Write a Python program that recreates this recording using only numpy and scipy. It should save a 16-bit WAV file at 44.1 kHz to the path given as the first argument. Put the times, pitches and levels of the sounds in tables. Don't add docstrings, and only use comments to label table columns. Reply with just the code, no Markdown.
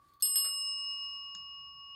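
import sys
import numpy as np
from scipy import signal
from scipy.fft import rfft, irfft
from scipy.io import wavfile

SR = 44100
rng = np.random.default_rng(int(sys.argv[2]) if len(sys.argv) > 2 else 0)


def persist_wave(psi):
    counts = np.round(np.clip(psi, -1, 1) * 32767).astype(np.int16)
    wavfile.write(sys.argv[1], SR, np.atleast_2d(counts).T)


N = 85995

# start in seconds, click level in dB.
STRIKES = [(0.2231, -35.5), (0.3571, -33)]
DOME_HZ = [1114.7, 2864.7, 5219.5, 8122.8, 11582.8, 15447]
# level before swell in dB for the first strike and for the second,
# t60 in seconds, beat rate in Hz, beat depth from 0 to 1.
DOME_PARTIALS = [(-62.5, -54.5, 44, 0.8, .08), (-45.5, -37.5, 9.06, 31, 0.04),
                 (-32.5, -30.5, 3.56, 27, 0.05), (-25, -28, 1.07, 8.8, .25), (-27.5, -27.5, .48, 4.0, .15),
                 (-58, -62, .25, 18, .4)]
# time in seconds, gain in dB.
SWELL_LOW = [(0.225, 2.5), (0.26, 0), (0.38, -2), (0.6, -1), (0.95, 3.5), (1.4, 0), (1.6, 1), (1.75, -3.5),
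             (1.93, 2)]
SWELL_HIGH = [(0.23, 2), (0.30, -7), (0.345, -3.5), (0.365, 1.5), (0.44, -2), (0.71, 3), (0.79, 0.5),
              (0.9, 3), (0.96, -1), (1.04, 2), (1.28, -3), (1.38, 0), (1.5, -1.5), (1.93, 1)]
FLUTTER_DEPTH, FLUTTER_HZ = 0.06, 14


def dome():
    t, ring = seconds(), np.zeros(N)
    starts = [start for start, _ in STRIKES]
    ends = starts[1:] + [np.inf]
    swells = {1: SWELL_LOW, 2: SWELL_HIGH}
    for k, (hz, (*levels_db, t60, beat_hz, beat_depth)) in enumerate(zip(DOME_HZ, DOME_PARTIALS)):
        swell = from_db(np.interp(t, *np.transpose(swells[k]))) if k in swells else 1
        flutter = FLUTTER_DEPTH * (drift(FLUTTER_HZ) + 1j * drift(FLUTTER_HZ))
        partial = np.exp(2j * np.pi * hz * (t - starts[0]))
        for start, end, db in zip(starts, ends, levels_db):
            beat = beat_depth * np.exp(2j * np.pi * beat_hz * (t - start))
            tone = np.imag(partial * (1 + beat + flutter))
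            gate = attack(start) * (1 - attack(end))
            ring += from_db(db) * swell * tone * decay(start, t60) * gate
    return ring


# start in seconds, level in dB.
RATTLES = [(0.086, -72.5), (0.136, -67.5), (0.200, -63), (0.207, -55), (0.2235, -45.5), (0.254, -44),
           (0.266, -50.5), (0.3572, -45.5), (0.376, -45), (0.395, -51.5), (0.447, -50)]
# pitch in Hz, relative level in dB, t60 in seconds.
PLUNGER_MODES = [(1330, -21, 0.063), (3360, -9, 0.09), (3613, -11.5, 0.11), (4060, -15.5, .08),
                 (4316, -1, .035), (4362, -9, 0.13), (4758, -12, .08), (6400, -10, .055),
                 (7050, -16, 0.044), (9880, -13, 0.068), (10500, -14, .07), (12870, -10.5, .055),
                 (14200, -7.5, .055), (15290, -6, .06)]
# frequency in Hz, relative level in dB.
METAL_COLOUR = [(100, -32), (220, -15), (340, -1), (480, -16), (850, -19.5), (1350, -3), (2200, -12),
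                (3500, -2.5), (4500, -1.5), (6000, -11), (10000, -5), (13000, -11), (15000, -5)]


def plunger():
    clicks = sum(from_db(db) * decay(start, t60=0.01) for start, db in STRIKES)
    chatter = sum(from_db(db - 4.5) * decay(start, t60=0.032) for start, db in RATTLES)
    rings = sum(from_db(db) * struck(PLUNGER_MODES, start, scatter_db=1.5) for start, db in RATTLES)
    return (clicks + chatter) * noise(METAL_COLOUR) + rings


# start in seconds, level in dB.
KNOCKS = [(0.4455, -51), (0.4545, -54.5)]
# frequency in Hz, relative level in dB.
KNOCK_COLOUR = [(100, -14.5), (220, -14.5), (340, -3.5), (450, -6), (660, -1.5), (820, -17.5), (1350, 5.5),
                (1850, -7.5), (2400, -4.5), (4500, -9.5), (9000, -31), (15000, -23.5)]
# pitch in Hz, relative level in dB, t60 in seconds.
BASE_MODES = [(350, -23.5, .08), (569, -16.5, .05), (675, -11.5, 0.12), (1321, -9, 0.11),
              (1635, -14, 0.063), (1990, -11.5, 0.076), (2330, -17, .08)]


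def base():
    knocks = np.zeros(N)
    for start, db in KNOCKS:
        impact = noise(KNOCK_COLOUR) * decay(start, t60=0.11)
        knocks += from_db(db) * (impact + struck(BASE_MODES, start, scatter_db=2.0))
    return knocks


# pitch in Hz, relative level in dB, t60 in seconds.
PLATE_MODES = [(169, -25, .18), (205, -22.5, 0.15), (1450, -31.5, .1), (1727, -26, 0.074),
               (3160, -16, .035), (4200, -27, .07), (4877, -12.5, 0.06), (6740, 1.5, 0.022),
               (6740, -19, .11)]
# frequency in Hz, relative level in dB.
TICK_COLOUR = [(200, -6), (700, -24.5), (1600, 7), (2300, -24.5), (3500, 1.5), (7000, -8), (8800, -31.5),
               (15000, -23.5)]
TREAT_START_S, TREAT_GAIN_DB = 1.3497, -39.5


def treat():
    tick = from_db(-9.5) * noise(TICK_COLOUR) * decay(TREAT_START_S, t60=0.018)
    ring = struck(PLATE_MODES, TREAT_START_S, scatter_db=1.5)
    return from_db(TREAT_GAIN_DB) * (tick + ring)


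# pitch in Hz, level in dB, t60 in seconds.
HUM_PARTIALS = [(1116, -74, 40), (1122.7, -67, 13), (1162.7, -65, 21)]


def lingering_hum():
    return sum(from_db(db) * decay(0, t60) * np.sin(2 * np.pi * (hz * seconds() + rng.random()))
               for hz, db, t60 in HUM_PARTIALS)


# centre and spread in seconds, level in dB.
BRUSHES = [(0.071, .06, -76.5), (1.884, 0.021, -84)]
# centre and spread in seconds, level in dB.
WEIGHT_SHIFTS = [(0.47, .02, -73.5), (1.40, .04, -74.5), (1.60, .04, -75.5), (1.76, 0.071, -77)]
# frequency in Hz, relative level in dB.
FUR_COLOUR = [(120, -15.5), (350, 3.5), (700, -10.5), (1600, -2), (2400, -11), (4300, -7), (6000, -14),
              (10000, -12), (15000, -28.5)]
RUMBLE_COLOUR = [(30, -20), (65, 1), (100, -4.5), (145, -1), (240, -18.5), (600, -41), (3000, -78)]


def cats():
    return swelling_noise(BRUSHES, FUR_COLOUR) + swelling_noise(WEIGHT_SHIFTS, RUMBLE_COLOUR)


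# upper edge in Hz, t60 in seconds.
REVERB_BANDS = [(900, .36), (5000, .28), (17000, 0.17)]
REVERB_RETURN_DB, PREDELAY_S = -5, 0.0046


def reverb(send):
    white, bins = rfft(rng.standard_normal(N)), np.fft.rfftfreq(N, 1 / SR)
    lows = [0] + [hz for hz, _ in REVERB_BANDS]
    tail = sum(irfft(white * (bins > low) * (bins <= high), N) * decay(PREDELAY_S, t60)
               for low, (high, t60) in zip(lows, REVERB_BANDS))
    return from_db(REVERB_RETURN_DB) * signal.fftconvolve(send, tail / np.linalg.norm(tail))[:N]


# frequency in Hz, relative level in dB.
ROOM_TONE_COLOUR = [(22, -28), (40, -2), (70, 4.5), (140, -3), (280, -11), (550, -16.5), (1400, -18),
                    (2400, -24), (5000, -46), (10000, -36), (14000, -25), (16000, -37)]


def room_tone():
    return from_db(-74) * noise(ROOM_TONE_COLOUR)


def from_db(db):
    return 10 ** (np.asarray(db) / 20)


def seconds():
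    return np.arange(N) / SR


def attack(start, contact_s=0.00041):
    return np.sin(np.pi / 2 * np.clip((seconds() - start) / contact_s, 0, 1)) ** 2


def decay(start, t60):
    age = seconds() - start
    return (age >= 0) * from_db(-60 * np.maximum(age, 0) / t60)


def struck(modes, start, scatter_db):
    age, ring = seconds() - start, np.zeros(N)
    for hz, db, t60 in modes:
        strength = from_db(db + scatter_db * rng.standard_normal()) * rng.choice([-1, 1])
        ring += strength * np.sin(2 * np.pi * hz * age) * decay(start, t60)
    return attack(start) * ring


def noise(colour):
    hz, db = np.transpose(colour)
    bins = np.maximum(np.fft.rfftfreq(N, 1 / SR), 1)
    eq = from_db(np.interp(np.log(bins), np.log(hz), db))
    coloured = irfft(rfft(rng.standard_normal(N)) * eq, N)
    return coloured / coloured.std()


def swelling_noise(swells, colour):
    envelope = sum(from_db(db) * np.exp(-.5 * ((seconds() - centre) / spread) ** 2)
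                   for centre, spread, db in swells)
    return noise(colour) * envelope


def drift(rate_hz):
    bins = np.fft.rfftfreq(N, 1 / SR)
    wander = irfft(rfft(rng.standard_normal(N)) / (1 + (bins / rate_hz) ** 4) * (bins > 0), N)
    return wander / wander.std()


def scene():
    clatter = plunger() + base() + cats()
    plate = treat()
    tail = reverb(clatter + from_db(-8) * plate)
    return (dome() + lingering_hum() + clatter + plate + tail + room_tone())[None]


def record(dry):
    high_cut = signal.ellip(10, .1, 80, 15900, fs=SR, output="sos")
    return signal.sosfilt(high_cut, dry)


dry = scene()
out = record(dry)
persist_wave(out)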